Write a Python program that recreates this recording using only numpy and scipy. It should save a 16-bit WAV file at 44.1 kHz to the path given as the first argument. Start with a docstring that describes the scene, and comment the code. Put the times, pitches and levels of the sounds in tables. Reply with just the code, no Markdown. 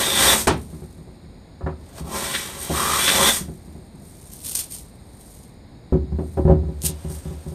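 """In a small shed a hand plane tears fibres from a thin wooden strip, its blade chattering by stick-slip.
It runs off the end with a clack and the bench rocks. The plane is set back, lined up and pushed through
a longer stroke, and the bench rocks again. Shavings crinkle and snap as they are pulled from its mouth.
The plane is laid down with a few knocks that excite the modes of the bench and rock it once more.
Last, a hand sweeps the bench and takes up the strip."""
import sys
import numpy as np
from scipy import signal
from scipy.fft import rfft, irfft, next_fast_len
from scipy.io import wavfile

SR = 44100
rng = np.random.default_rng(int(sys.argv[2]) if len(sys.argv) > 2 else 0)


def waveform_to_disk(signal):
    """Save audio, clipped to [-1, 1], as 16-bit WAV at the path in sys.argv[1]."""
    frames = np.transpose(np.atleast_2d(signal))
    scaled = np.clip(frames, -1, 1) * 32767
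    samples = np.round(scaled).astype(np.int16)
    wavfile.write(sys.argv[1], SR, samples)


N = 332514
TIME = np.arange(N) / SR

# pushes of the plane, one list each: (time [s], bite of the blade [dB], drag of the sole [dB])
STROKES = [
    [(0, -23.5, -28.5), (.14, -25.5, -30.5), (.225, -16.5, -23.5), (.345, -17.5, -19.5)],
    [(2.05, -54.5, -43.5), (2.16, -31, -29), (2.38, -31, -43.5), (2.54, -41, -45), (2.68, -38, -42),
     (2.77, -27, -31.5), (2.9, -25.5, -30), (3.07, -21.5, -33), (3.2, -21, -20.5), (3.3, -17, -25)],
]
# spectrum of the dragging sole: (frequency [Hz], relative level [dB])
SCRAPE_SPECTRUM = [(250, -9.5), (450, -1.5), (650, 6), (950, 0.5), (1300, -5.5), (1700, -41.5), (3000, -45)]
# spectrum of tearing fibres: (frequency [Hz], relative level [dB])
RASP_SPECTRUM = [(800, -15.5), (1400, -0.5), (1900, 0.5), (2700, -4), (3500, -0.5), (4500, -8),
                 (6500, -23.5), (11000, -51)]
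# spectrum of the peeling shaving: (frequency [Hz], relative level [dB])
HISS_SPECTRUM = [(2500, -72), (4500, -1.5), (6000, 2), (7600, 2.5), (8300, 6), (10200, -1), (12500, 2),
                 (15000, -1.5)]
# spectrum of the shaken bench: (frequency [Hz], relative level [dB])
RUMBLE_SPECTRUM = [(30, -24.5), (75, 9.5), (120, 1), (210, 11), (290, -2.5), (370, 11), (600, -31)]
# resonances of plane and strip: (frequency [Hz], width [Hz], relative level [dB])
PLANE_MODES = [(551.5, 62, 9), (900, 26, 5), (993, 540, 4.5), (1051, 40, 9), (1150, 70, 8.5),
               (1345, 61.4, 11), (1980, 260, -4), (2314, 140, 1.5), (3200, 81, 3.5), (3430, 55, 4),
               (3890, 400, -3), (5670, 700, -11)]
# the blade catches in hard grain: (time [s], relative level [dB])
CATCHES = [(2.349, -21), (3.084, -17)]
# spells of blade chatter: (start [s], length [s], top pitch [Hz], width [Hz], relative level [dB])
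CHATTER_SPELLS = [(0, 0.27, 3595, 290, -29.5), (0.267, 0.06, 3560, 200, -23),
                  (2.736, 0.29, 1200, 302, -28.5), (2.985, 0.29, 3480, 230, -31),
                  (3.15, 0.16, 1030, 320, -32), (3.238, 0.075, 3610, 220, -26)]
# reverberation of the shed: (frequency [Hz], 60 dB decay time [s])
SHED_DECAY = [(60, 0.77), (300, 0.23), (1000, 0.21), (4000, 0.23), (15000, 0.028)]
# spectrum of still air and microphone hiss: (frequency [Hz], relative level [dB])
AIR_SPECTRUM = [(20, -19), (45, 2), (70, 3), (100, -1), (180, -1.5), (400, -12), (800, -18), (1400, -29),
                (2200, -27), (3000, -39), (3900, -26.5), (5100, -31.5), (6050, -53), (6850, -30.5),
                (7400, -46.5), (8800, -40.5), (11400, -50), (12200, -40), (13500, -66)]
# shavings flicked, pulled out and swept away: (peak time [s], relative level [dB], rise [s], fall [s])
SHAVING_MOVES = [(.56, -52.5, 0.16, 0.53), (2.62, -25, 0.043, 0.08), (4.09, -49, 0.14, 0.13),
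                 (4.42, -39.5, 0.33, 0.58), (4.486, -24, 0.061, 0.07), (4.569, -16.5, 0.029, 0.072),
                 (4.735, -28, 0.044, 0.08), (5.299, -45, 0.25, 0.26), (6.28, -51.5, 0.12, 0.27),
                 (6.856, -17.5, 0.037, 0.054), (7.125, -36, 0.049, 0.12), (7.49, -47.5, 0.064, 0.085)]
# single snaps of a shaving: (time [s], relative level [dB])
SNAPS = [(4.336, -18.5), (4.368, -25), (4.404, -23), (4.468, -12), (4.558, -6), (6.819, -14)]
# spectrum of crinkling shavings: (frequency [Hz], relative level [dB])
RUSTLE_SPECTRUM = [(900, -16.5), (1700, -20), (3000, -12.5), (4300, -9), (9000, -5), (11000, -4.5),
                   (15000, -7.5)]
# knocks on the bench: (time [s], level [dB], contact cutoff [Hz], ring against clatter [dB])
KNOCKS = [(0.47, -15, 12700, -4.5), (.486, -21, 745, -10), (1.607, -37, 1290, 5.5), (1.633, -25.5, 111, 14),
          (1.662, -25.5, 1520, 4), (2.004, -30.5, 215, 9), (2.696, -23.5, 756, 4.5), (5.923, -14.5, 392, 6),
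          (6.117, -24.5, 200, 7), (6.185, -23, 460, 3.5), (6.370, -18.5, 600, 4), (6.45, -13, 380, 11),
          (6.475, -17.5, 680, 8), (6.495, -12.5, 646, 9), (6.511, -15.5, 243, 4.5)]
# modes of the bench: (frequency [Hz], relative level [dB], 60 dB decay time [s])
BENCH_MODES = [(68.6, 2, 0.93), (78.16, 2, 0.78), (158.9, 6.5, 0.27), (222, -12, 0.093), (264.3, -10, 0.2),
               (330, -26.5, 0.079), (372.4, 5.5, 0.34), (549, 3.5, 0.26), (696, -2, 0.2), (792, 4, 0.15),
               (976, -2.5, 0.29), (1295, -6.5, 0.28), (1726, -3, .15)]
# spectrum of a blow's clatter: (frequency [Hz], relative level [dB])
CLATTER_SPECTRUM = [(30, -34), (55, -11), (90, -4), (170, 1.5), (380, 3.5), (480, -4), (780, 1),
                    (2500, -11.5), (4200, -16.5), (8000, -17.5), (15000, -23.5)]
# rocking of the bench after a shove:
# (start [s], period [s], second foot's delay [s], level [dB], loss [dB/swing], ring against clatter [dB])
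ROCKING = [(0.725, .252, 0.092, -34, 7.5, 1), (3.404, .268, .074, -31.5, 6.5, 1),
           (6.627, .208, .055, -26, 0.96, 13.5)]
# the plane is lined up, the strip picked up: (peak time [s], relative level [dB], rise [s], fall [s])
SLIDES = [(1.92, -54.5, 0.18, .1), (1.99, -40, 0.049, 0.041), (7.15, -49, 0.52, 0.62)]

BITE, DRAG = 1, 2  # columns of STROKES
CUT_RUN_OUT_DB, PEEL_RUN_OUT_DB = -15, -6.5  # past the end the cut stops, but the shaving slides on


def gain_of(db):
    """Decibels express an amplitude ratio logarithmically."""
    return 10 ** (np.asarray(db) / 20)


def unit_rms(x):
    """Normalisation to unit mean power."""
    return x / np.sqrt(np.mean(x ** 2) + 1e-20)


def curve_at(points, hz):
    """Linear interpolation over log frequency."""
    point_hz, value = np.transpose(points)
    return np.interp(np.log(hz + 1), np.log(point_hz + 1), value)


def add(mix, start_s, sound):
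    """Superposition: a sound adds to the mix from its onset."""
    part = mix[max(round(start_s * SR), 0):][:len(sound)]
    part += sound[:len(part)]


def colour(x, spectrum):
    """Linear filtering: each frequency is weighted by a spectral envelope."""
    size = next_fast_len(len(x) + 2048)
    response = gain_of(curve_at(spectrum, np.fft.rfftfreq(size, 1 / SR)))
    return irfft(rfft(x, size) * response, size)[:len(x)]


def resonate(x, hz, width_hz, order=1):
    """Resonance of unit gain about a pitch that may move; cascaded stages steepen its flanks."""
    carrier = np.exp(2j * np.pi * np.cumsum(hz * np.ones(len(x))) / SR)
    pole = np.exp(-np.pi * width_hz / SR)
    baseband = x * carrier.conj() + 1e-18
    for _ in range(order):
        baseband = signal.lfilter([1 - pole], [1, -pole], baseband)
    return 2 * (carrier * baseband).real


def wander(cutoff_hz):
    """Low-passed noise: a smooth random fluctuation of unit rms."""
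    size = next_fast_len(N, real=True)
    rolloff = 1 + (np.fft.rfftfreq(size, 1 / SR) / cutoff_hz) ** 4
    return unit_rms(irfft(rfft(rng.standard_normal(size)) / rolloff, size)[:N])


def crackle(per_s, spread_db, clump_db, clump_hz):
    """Shot noise: tiny independent fractures of uneven size, swelling in clumps."""
    sizes = gain_of(spread_db * np.minimum(rng.exponential(1, N), 4))
    clicks = sizes * rng.choice([-1, 1], N) * (rng.random(N) < per_s / SR)
    return unit_rms(clicks * gain_of(clump_db * wander(clump_hz)))


def swell(peak_s, db, rise_s, fall_s):
    """Near-Gaussian envelope of one movement, 20 dB down at rise_s before and fall_s after its peak."""
    away = np.maximum((peak_s - TIME) / rise_s, (TIME - peak_s) / fall_s)
    return gain_of(db - 20 * np.minimum(away, 10) ** 1.94)


def stroke_envelope(column, run_out_db, run_out_s=0.071, decay_db_per_s=333):
    """Amplitude envelope of the strokes: each sags as the plane runs out, then decays exponentially."""
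    total = np.zeros(N)
    for rows in map(np.array, STROKES):
        start, end = rows[0, 0], rows[-1, 0]
        push_db = np.interp(TIME, rows[:, 0], rows[:, column])
        run_out = np.clip((TIME - end) / run_out_s, 0, 1) ** 0.24  # most of the drop comes at once
        lifted_s = abs(TIME - np.clip(TIME, start, end + run_out_s))
        total += gain_of(push_db + run_out_db * run_out - decay_db_per_s * np.minimum(lifted_s, 1))
    return total


def planing():
    """Forced vibration: friction of the sole and fracture of fibres drive plane, shaving and bench."""
    fibres = crackle(per_s=9000, spread_db=0, clump_db=1.1, clump_hz=120)
    curl = crackle(per_s=13000, spread_db=-1, clump_db=-1.2, clump_hz=190)
    low_ring, high_ring = np.zeros((2, N))
    for hz, width_hz, db in PLANE_MODES:
        moving_hz = hz * (1 + 0.0084 * wander(2.4))  # the pitches shift as the plane travels
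        mode = gain_of(db) * resonate(fibres, moving_hz, width_hz, order=2)
        add(low_ring if hz < 1500 else high_ring, 0, mode)
    scrape = unit_rms(unit_rms(colour(fibres, SCRAPE_SPECTRUM)) + gain_of(-2.5) * unit_rms(low_ring))
    rasp = unit_rms(unit_rms(colour(fibres, RASP_SPECTRUM)) + gain_of(-9) * unit_rms(high_ring))
    hiss = unit_rms(colour(curl + 0.86 * fibres, HISS_SPECTRUM))
    rumble = unit_rms(colour(fibres, RUMBLE_SPECTRUM))
    drag = stroke_envelope(DRAG, CUT_RUN_OUT_DB)
    peel = stroke_envelope(BITE, PEEL_RUN_OUT_DB) ** 0.96
    catches = sum(swell(peak_s, db, rise_s=0.013, fall_s=0.02) for peak_s, db in CATCHES)
    cut = stroke_envelope(BITE, CUT_RUN_OUT_DB) + catches
    return (gain_of(-3) * (scrape * drag + rasp * cut) + gain_of(-4) * hiss * peel
            + gain_of(-18.5) * rumble * drag ** 0.6)  # even a light drag shakes the bench


def chatter():
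    """Stick-slip of the blade: a rough, narrow note whose pitch and level follow one arch per spell."""
    out = np.zeros(N)
    for start_s, length_s, top_hz, width_hz, db in CHATTER_SPELLS:
        t = np.arange(0, length_s, 1 / SR)
        arch = abs(np.sin(np.pi * t / length_s))
        slips = rng.standard_normal(SR)[:len(t)]
        hz = top_hz * (1 - 0.051 * (1 - arch))
        note = unit_rms(resonate(slips, hz, width_hz, order=2))
        add(out, start_s, note * gain_of(db) * arch ** 0.3)
    return out


def sizzle(rubbing):
    """Amplitude modulation: a thin, high noise band follows the rubbing, most exposed when it is light."""
    band = resonate(rng.standard_normal(N), hz=8647, width_hz=250, order=2)
    return unit_rms(band) * rubbing ** 0.78


def shed_echoes(hold_s):
    """Reverberation: dense reflections between close walls hold briefly, then decay band by band."""
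    hz, t, bands = signal.stft(rng.standard_normal(2 ** 15), SR, nperseg=256)
    decay = gain_of(-60 * np.maximum(t - hold_s, 0) / curve_at(SHED_DECAY, hz)[:, None])
    tail = signal.istft(bands * decay, SR)[1]
    return tail / np.linalg.norm(tail)


def air():
    """Noise floor: still air and microphone hiss, slightly uneven in level."""
    noise = unit_rms(colour(rng.standard_normal(N), AIR_SPECTRUM))
    return gain_of(-44.5) * noise * gain_of(0.13 * wander(12))


def shaving_motion(settle_db=-44.5, settle_db_per_s=29):
    """Relaxation: shavings settle in the plane's mouth after each stroke; moves of the hand stir them."""
    ends = [rows[-1][0] for rows in STROKES]
    settling = sum((TIME > end) * gain_of(settle_db - settle_db_per_s * abs(TIME - end)) for end in ends)
    return settling + sum(swell(*move) for move in SHAVING_MOVES)


def shavings(motion, snap_s=0.00055):
    """Crackling noise: thin curls of wood crinkle in many tiny breaks and a few louder snaps."""
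    breaks = crackle(per_s=12000, spread_db=5, clump_db=3, clump_hz=90) * motion
    t = np.arange(SR // 50) / SR
    for start_s, db in SNAPS:
        add(breaks, start_s, gain_of(db) * rng.choice([-1, 1], len(t)) * np.exp(-t / snap_s))
    return colour(breaks, RUSTLE_SPECTRUM)


def bench_ring(t, thump_db=4):
    """Damped normal modes, weighted at random for the place of the blow; the first swings die fastest."""
    weights_db = rng.uniform(-2.5, 2.5, len(BENCH_MODES))
    signs = rng.choice([-1, 1], len(BENCH_MODES))
    modes = sum(sign * gain_of(db + weight_db - 60 * t / t60) * np.sin(2 * np.pi * hz * t)
                for (hz, db, t60), weight_db, sign in zip(BENCH_MODES, weights_db, signs))
    return modes * gain_of(thump_db * np.exp(-(t / 0.055) ** 4))


def blow(db, cutoff_hz, ring_db, hold_s, tick_db, rise_cycles):
    """Impact: the bench rings and the shed clatters; the softer the contact, the lower its cutoff."""
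    clatter = colour(shed_echoes(hold_s), CLATTER_SPECTRUM)
    t = np.arange(len(clatter)) / SR
    hz = np.fft.rfftfreq(len(t), 1 / SR)
    contact = 1 / np.sqrt(1 + (hz / cutoff_hz) ** 7) + gain_of(tick_db) / (1 + hz / cutoff_hz)
    clatter, ring = (unit_rms(irfft(rfft(part) * contact, len(t))[:SR * 2 // 3])
                     for part in (clatter, bench_ring(t)))
    rise_s = 0.0016 + rise_cycles / cutoff_hz  # time to spread through the bench, longer if soft
    onset = 1 - np.exp(-(t[:len(ring)] / rise_s) ** 2)
    sound = (clatter + gain_of(ring_db) * ring) * onset
    return gain_of(db) * sound / np.std(sound[:SR // 30])


def knocks():
    """Impulsive excitation: the plane and the hands strike the bench."""
    out = np.zeros(N)
    for start_s, db, cutoff_hz, ring_db in KNOCKS:
        add(out, start_s, blow(db, cutoff_hz, ring_db, hold_s=0.0085, tick_db=-13.5, rise_cycles=0.32))
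    return out


def rocking(swings=5, first_foot_hz=277, second_foot_hz=351):
    """Damped oscillation: the bench lands softly on one foot, then the other, weaker at each swing."""
    out = np.zeros(N)
    for start_s, period_s, delay_s, db, loss_db, ring_db in ROCKING:
        for late_s, foot_db, cutoff_hz in ((0, 0, first_foot_hz), (delay_s, -2, second_foot_hz)):
            bump = blow(db + foot_db, cutoff_hz, ring_db, hold_s=0.006, tick_db=-6.5, rise_cycles=0.94)
            for swing in range(swings):
                add(out, start_s + swing * period_s + late_s, gain_of(-swing * loss_db) * bump)
    return out


def wood_slide(motion):
    """Sliding friction: wood rubs lightly on wood."""
    grain = crackle(per_s=8000, spread_db=2, clump_db=1.5, clump_hz=80)
    scrape, rasp, hiss = (unit_rms(colour(grain, spectrum))
                          for spectrum in (SCRAPE_SPECTRUM, RASP_SPECTRUM, HISS_SPECTRUM))
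    return unit_rms(scrape + 0.64 * rasp + 0.81 * hiss) * motion


def scene():
    """Superposition of the direct sound of the work and its reflections from the shed walls."""
    stirring = shaving_motion()
    sliding = sum(swell(*move) for move in SLIDES)
    rubbing = stirring + stroke_envelope(BITE, PEEL_RUN_OUT_DB) + sliding
    work = planing() + gain_of(3.5) * chatter() + shavings(stirring) + wood_slide(sliding)
    work += gain_of(-27.5) * sizzle(rubbing)
    walls = signal.fftconvolve(work, shed_echoes(hold_s=0.001))[:N]
    return (gain_of(-0.5) * work + gain_of(-8) * walls + knocks() + rocking() + air())[None]


def record(dry):
    """Resonance of the microphone port lifts the treble; a low-pass filter then limits the band."""
    sound = dry[0] + gain_of(3) * resonate(dry[0], hz=8870, width_hz=800)
    low_pass = signal.firwin(401, cutoff=14680, window=("kaiser", 9), fs=SR)
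    return signal.oaconvolve(sound, low_pass, "same")[None]


dry = scene()
out = record(dry)
waveform_to_disk(out)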